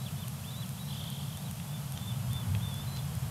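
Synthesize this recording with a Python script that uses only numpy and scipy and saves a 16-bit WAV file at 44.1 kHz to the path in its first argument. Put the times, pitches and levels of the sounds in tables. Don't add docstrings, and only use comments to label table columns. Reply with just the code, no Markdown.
import sys
import numpy as np
from scipy import signal
from scipy.fft import rfft, irfft
from scipy.io import wavfile

SR = 44100
rng = np.random.default_rng(int(sys.argv[2]) if len(sys.argv) > 2 else 0)


def attenuation_scalar(level_db):
    decades = np.asarray(level_db, float) / 20
    return 10 ** decades


def store_pcm(level_fs):
    pcm = np.round(np.clip(level_fs, -1, 1) * 32767).astype(np.int16)
    wavfile.write(sys.argv[1], SR, np.atleast_2d(pcm).T)


N = 145530
T = np.arange(N) / SR

# t/s, f/Hz, level/dB
OPENING_FALL = [(0, 3850, -58), (.03, 4000, -56), (.048, 3990, -63), (.059, 3900, -54), (.065, 3430, -48),
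                (.071, 3330, -46), (.076, 3150, -56), (.082, 2950, -51), (.095, 2380, -60)]
SECOND_FALL = [(.155, 2870, -63), (.175, 3370, -57), (.203, 3620, -57), (.21, 3600, -63), (.224, 3460, -49),
               (.232, 3380, -51), (.235, 3200, -56), (.24, 3050, -48), (.251, 2500, -60)]
STEPPED_CLIMB = [(.432, 2550, -57), (.443, 2600, -54), (.447, 3080, -55), (.453, 3250, -53),
                 (.462, 3420, -55), (.505, 3620, -52), (.511, 3920, -52), (.522, 3880, -57),
                 (.53, 3800, -62)]
HIGH_DROP = [(.529, 3640, -54), (.54, 3520, -52), (.557, 3660, -50), (.563, 3920, -55), (.585, 3950, -51),
             (.62, 3950, -54), (.625, 3500, -51), (.635, 3340, -50), (.654, 2400, -62)]
SLOW_CLIMB = [(.768, 2800, -60), (.777, 3350, -58), (.792, 3500, -56), (.797, 3880, -56), (.82, 3880, -55),
              (.853, 3810, -64), (.875, 3950, -61), (.898, 4030, -54), (.922, 3950, -58)]
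RISE_AFTER_TRILL = [(1.34, 3050, -59), (1.352, 3130, -54), (1.359, 3200, -56), (1.364, 3520, -57),
                    (1.38, 3550, -54), (1.388, 3640, -61), (1.425, 3820, -61)]
SMALL_ARCH = [(1.417, 3060, -58), (1.432, 3580, -58), (1.442, 3620, -58), (1.447, 3930, -57),
              (1.474, 3860, -58), (1.481, 3400, -63), (1.494, 3100, -57), (1.505, 2850, -62)]
FAINT_LEVEL = [(1.66, 3420, -66), (1.71, 3480, -59), (1.728, 3510, -61), (1.738, 3520, -55),
               (1.775, 3490, -56), (1.792, 3450, -62)]
SHORT_LOW = [(1.953, 3050, -59), (1.965, 3180, -51), (1.99, 3130, -62)]
PULSING_LEVEL = [(1.99, 3470, -60), (2.03, 3550, -52), (2.047, 3510, -66), (2.06, 3500, -52),
                 (2.069, 3540, -62), (2.076, 3570, -50), (2.098, 3570, -47), (2.113, 3400, -49),
                 (2.12, 3330, -56)]
LOUD_ARCH = [(2.293, 3200, -55), (2.309, 3220, -57), (2.313, 3500, -54), (2.33, 3530, -54),
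             (2.365, 3540, -46), (2.394, 3500, -54), (2.418, 3440, -50), (2.425, 3380, -57),
             (2.43, 3300, -54)]
STEADY_RISE = [(2.6, 3200, -54), (2.614, 3320, -49), (2.622, 3520, -51), (2.632, 3560, -47),
               (2.685, 3560, -50), (2.703, 3640, -54)]
HIGH_LEVEL = [(2.862, 3960, -62), (2.876, 4060, -55), (2.93, 4010, -60), (2.965, 4090, -52),
              (2.985, 3980, -55), (2.992, 3930, -61), (3.005, 3930, -58)]
LAST_FALL = [(2.982, 3600, -53), (2.992, 3470, -46), (3.001, 3400, -52)]
QUICK_RISE = [(1.922, 2870, -62), (1.936, 3470, -59), (1.955, 3400, -58)]
DIP_AND_RISE = [(2.7, 3580, -53), (2.709, 3540, -50), (2.726, 3400, -49), (2.76, 3450, -55),
                (2.812, 3570, -50), (2.824, 3580, -52), (2.834, 3620, -60)]
LOW_TAIL = [(2.117, 3120, -55), (2.131, 2980, -56)]
SECOND_LOW_TAIL = [(2.426, 3060, -52), (2.442, 2960, -54)]
FAR_NOTE = [(.835, 5720, -67), (.86, 5600, -72), (.88, 5480, -64), (.895, 5500, -70), (.915, 5520, -63)]
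NOTES = [OPENING_FALL, SECOND_FALL, STEPPED_CLIMB, HIGH_DROP, SLOW_CLIMB, RISE_AFTER_TRILL, SMALL_ARCH,
         FAINT_LEVEL, SHORT_LOW, PULSING_LEVEL, LOUD_ARCH, STEADY_RISE, HIGH_LEVEL, LAST_FALL,
         QUICK_RISE, DIP_AND_RISE, LOW_TAIL, SECOND_LOW_TAIL, FAR_NOTE]
NOTES_DB, EDGE_S, WAVER_HZ, FLUTTER_DB = 1.8, .005, 15, 1.0

# f/Hz, width/Hz, depth (0-1)
NEST_NULLS = [
    (2840, 140, .45),
    (3240, 90, .35),
    (3760, 130, .75),
]

# t/s, level/dB
GUST = [
    (0, -48),
    (1.6, -47),
    (2.0, -44),
    (2.3, -38.5),
    (2.45, -35.5),
    (2.7, -39),
    (3.3, -40.5),
]
# f/Hz, level/dB per Hz
BUFFET = [(15, -51), (25, -37.5), (79, -5), (107, 0.5), (130, -2), (170, -39), (290, -120)]
# f/Hz, level/dB per Hz
HOUSING = [(53, -59), (90, -7.5), (107, -12), (119, -6.5), (140, 0.5), (156, -5.5), (186, -7), (216, -13),
           (320, -37), (420, -66), (700, -120)]
HOUSING_DB, HOUSING_FOLLOWS = -39.5, 0.19
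HUM_HZ, HUM_WIDTH_HZ, HUM_DB = 136, 13.4, -45.5
# f/Hz, level/dB per Hz
NEEDLES = [(160, -14), (280, -11.5), (316, -7), (692, 0), (1170, -3.5), (1880, -10), (2600, -12.5),
           (3380, -10), (5720, -120)]
NEEDLES_DB, NEEDLES_FOLLOWS = -51.5, 0.26

# f/Hz, level/dB per Hz
HISS = [(1500, -19.5), (2500, -1), (3300, 1), (6000, -1.5), (9000, 0.5), (13200, 1), (14900, -11.5),
        (15800, -12)]
HISS_DB = -50
# t/s, length/s, centre f/Hz
NOISE_SPLITS = [(.015, .04, 7700), (.015, .04, 11100), (.805, .04, 12500), (.88, .13, 4700),
                (.88, .08, 8400), (.92, .085, 13500), (2.083, .04, 10400), (2.23, .075, 5500),
                (2.55, .07, 9300), (2.55, .08, 12400), (2.79, .075, 5300), (2.79, .075, 11800),
                (2.79, .075, 13400), (2.895, .06, 6100), (2.895, .06, 9000), (2.97, .125, 4900),
                (3.02, .075, 12500)]
SPLIT_WIDTH_HZ, SPLIT_DB = 1340, -67

# t/s, peak level/dB, low mode f/Hz, high mode f/Hz, high mode level/dB
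TAPS = [
    (.2775, -46, 2700, 3700, 0),
    (1.600, -44, 2750, 3300, 2),
    (1.9751, -35, 3600, 6030, -6),
    (1.9752, -41, 3120, 7200, -3),
    (1.9753, -48, 2410, 8440, -2),
    (2.5503, -35.5, 2620, 3280, 0),
    (2.9645, -44, 3100, 4670, 0),
    (2.9645, -49, 5550, 6360, -3),
    (2.9715, -38, 4060, 6380, -9),
    (2.9715, -45, 3320, 4700, 0),
]
# multiple of tap pitch, level/dB, t60/s
TWIG_MODES = [
    (1, 0.5, 0.016),
    (1.13, -10, .009),
    (.8, -7, 0.0068),
]

TICKS = [
    -24,
    -27.5,
    -25,
    -26.5,
    -25.5,
    -25,
    -27,
    -28,
    -28,
]
TICK_FIRST_S, TICK_EVERY_S, STRAY_TICK_S = .28232, .41002, 1.3731
TICK_HZ, TICK_T60_S, TICK_DB = 10400, 0.00043, 5.5
LEAD_S, LEAD_HZ, LEAD_T60_S, LEAD_DB = .0004, 8800, .0022, -7

# t/s, centre f/Hz, level/dB, side pulse level/dB
TRILL = [
    (.878, 3130, -50, -12),
    (.91, 3310, -48.5, -2),
    (1.17, 3330, -50, -2),
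    (1.22, 3270, -50.5, -8),
    (1.345, 3280, -55, -7),
]
STROKES = [.866, .8875, .9099, .9298, .9514, .9732, .9948, 1.0158, 1.0385, 1.0601, 1.0827, 1.1039, 1.1258,
           1.1476, 1.169, 1.1924, 1.2143, 1.2372, 1.2596, 1.283, 1.3057, 1.3286, 1.352]
# place (0-1), half width/s, f/Hz from centre, fall/Hz per s, share of side level
TRILL_PULSES = [
    (0, .0028, 0, 62000, 0),
    (.31, .0018, -150, 20000, 1.8),
    (.55, .0022, 60, -50000, 2.2),
    (.74, .002, 260, 25000, 1),
]
# f/Hz, level/dB per Hz
RASP = [(2700, 0), (3300, 1), (4000, 1), (4600, 1)]
TRILL_DB, TRILL_RASP_DB, TRILL_WAVER_HZ, TRILL_FLUTTER_DB = 2.6, -13, 50, 1.8

FOREST_DB, FOREST_T60_S, FOREST_GAP_S = -10.5, .25, .005


def rms_one(x):
    return x / np.sqrt(np.mean(x ** 2) + 1e-20)


def drift(rate_hz):
    r = np.exp(-2 * np.pi * rate_hz / SR)
    noise = rng.standard_normal(N + SR)
    settled = signal.lfilter([1], [1, -2 * r, r * r], noise)[SR:]
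    return rms_one(settled)


def coloured(spectrum, skirt_db=30):
    hz, db = np.transpose(spectrum)
    octave = np.log2(np.maximum(np.arange(N // 2 + 1) * SR / N, 1))
    below = np.maximum(np.log2(hz[0]) - octave, 0)
    above = np.maximum(octave - np.log2(hz[-1]), 0)
    shape_db = np.interp(octave, np.log2(hz), db) - skirt_db * (below + above)
    return rms_one(irfft(rfft(rng.standard_normal(N)) * attenuation_scalar(shape_db), N))


def band(centre_hz, width_hz, skirt_db):
    return coloured([(centre_hz - width_hz / 2, 0), (centre_hz + width_hz / 2, 0)], skirt_db)


def ring(clicks, hz, t60):
    r = attenuation_scalar(-np.log10(1000) * 20 / (t60 * SR))
    w = 2 * np.pi * hz / SR
    return signal.lfilter([0, np.sin(w)], [1, -2 * r * np.cos(w), r * r], clicks + 1e-18)


def whistle(s, hz, db):
    gate = np.clip(np.minimum(T - s[0], s[-1] - T) / EDGE_S, 0, 1)
    phase = 2 * np.pi * np.cumsum(hz) / SR
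    return np.sqrt(2) * gate * attenuation_scalar(db) * np.sin(phase)


def notes():
    waver = WAVER_HZ * drift(42)
    flutter = FLUTTER_DB * drift(27)
    out = np.zeros(N)
    for note in NOTES:
        s, hz, db = np.transpose(note)
        out += whistle(s, np.interp(T, s, hz) + waver, np.interp(T, s, db) + flutter)
    return out


def nest(x):
    for hz, width_hz, depth in NEST_NULLS:
        b, a = signal.iirpeak(hz, hz / width_hz, fs=SR)
        x = x - depth * signal.lfilter(b, a, x)
    return x


def forest(x):
    s = T[:SR // 2]
    decay = attenuation_scalar(-np.log10(1000) * 20 * s / FOREST_T60_S)
    tail = rng.standard_normal(len(s)) * decay * (s > FOREST_GAP_S)
    tail = tail / np.sqrt(np.sum(tail ** 2))
    return attenuation_scalar(FOREST_DB) * signal.fftconvolve(x, tail)[:N]


def wind():
    s, db = np.transpose(GUST)
    gust_db = np.interp(T, s, db)
    swing_db = gust_db - gust_db.mean()
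    hum = attenuation_scalar(HUM_DB) * band(HUM_HZ, HUM_WIDTH_HZ, skirt_db=83)
    rumble = attenuation_scalar(HOUSING_DB) * coloured(HOUSING)
    housing = attenuation_scalar(HOUSING_FOLLOWS * swing_db) * (rumble + hum)
    needles_db = NEEDLES_DB + NEEDLES_FOLLOWS * swing_db + 0.49 * drift(16.0)
    needles = attenuation_scalar(needles_db) * coloured(NEEDLES, skirt_db=26)
    buffet = attenuation_scalar(gust_db + 1.5) * coloured(BUFFET, skirt_db=35)
    return buffet + housing + needles


def hiss():
    return attenuation_scalar(HISS_DB) * coloured(HISS)


def noise_splits():
    side = np.zeros(N)
    for s, length, hz in NOISE_SPLITS:
        gate = np.clip(np.minimum(T - s, s + length - T) / .012, 0, 1)
        side += gate * band(hz, SPLIT_WIDTH_HZ, skirt_db=600)
    return attenuation_scalar(SPLIT_DB) * side


def taps():
    out = np.zeros(N)
    for s, db, low_hz, high_hz, high_db in TAPS:
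        click = np.zeros(N)
        click[int(s * SR)] = attenuation_scalar(db)
        tap = np.zeros(N)
        for multiple, mode_db, t60 in TWIG_MODES:
            low = ring(click, low_hz * multiple, t60)
            high = attenuation_scalar(high_db) * ring(click, high_hz * multiple, t60)
            tap += attenuation_scalar(mode_db) * (low + high)
        out += tap
    return out


def ticks():
    out = np.zeros(N)
    times = [*(TICK_FIRST_S + TICK_EVERY_S * np.arange(len(TICKS) - 1)), STRAY_TICK_S]
    detunes = rng.uniform(1.0, 1.16, (len(times), 2))
    for s, db, (lead_detune, main_detune) in zip(times, TICKS, detunes):
        click = np.zeros(N)
        click[int(s * SR) - 1] = attenuation_scalar(db)
        early_click = np.roll(click, -int(LEAD_S * SR))
        main = attenuation_scalar(TICK_DB) * ring(click, TICK_HZ * main_detune, TICK_T60_S)
        lead = attenuation_scalar(LEAD_DB) * ring(early_click, LEAD_HZ * lead_detune, LEAD_T60_S)
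        out += main - lead
    return signal.sosfilt(signal.butter(6, 14000, fs=SR, output="sos"), out)


def trill():
    s, *columns = np.transpose(TRILL)
    hz, db, side_db = (np.interp(T, s, column) for column in columns)
    beats = np.interp(T, STROKES, np.arange(len(STROKES)))
    rate = np.interp(T, STROKES, 1 / np.gradient(STROKES))
    sounding = (T > s[0]) & (T < s[-1])
    out = sounding * attenuation_scalar(db + TRILL_RASP_DB + 4.2 * drift(80)) * coloured(RASP, skirt_db=60)
    for place, half_s, offset_hz, fall, share in TRILL_PULSES:
        which = np.round(beats - place)
        since = (beats - place - which) / rate
        chance = rng.standard_normal((256, 2))[which.astype(int) % 256]
        glide = fall * np.clip(since, -2 * half_s, 2 * half_s)
        pitch = hz + offset_hz - glide + TRILL_WAVER_HZ * chance[:, 0]
        level_db = db + share * side_db + TRILL_FLUTTER_DB * chance[:, 1]
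        pulse = np.exp(-.5 * (since / half_s) ** 2)
        out = out + pulse * whistle(s, pitch, level_db)
    return out


def scene():
    bird = attenuation_scalar(NOTES_DB) * nest(notes()) + attenuation_scalar(TRILL_DB) * trill() + taps()
    mono = bird + forest(bird) + wind() + hiss() + ticks()
    return np.array([mono, mono])


def low_pass(x):
    return signal.sosfilt(signal.butter(12, 15770, fs=SR, output="sos"), x)


def record(dry):
    stereo = dry + noise_splits() * [[1], [-1]]
    treble_cut = signal.ellip(10, .5, 60, 15700, fs=SR, output="sos")
    mix = signal.sosfilt(treble_cut, stereo)
    return low_pass(mix)


dry = scene()
out = record(dry)
store_pcm(out)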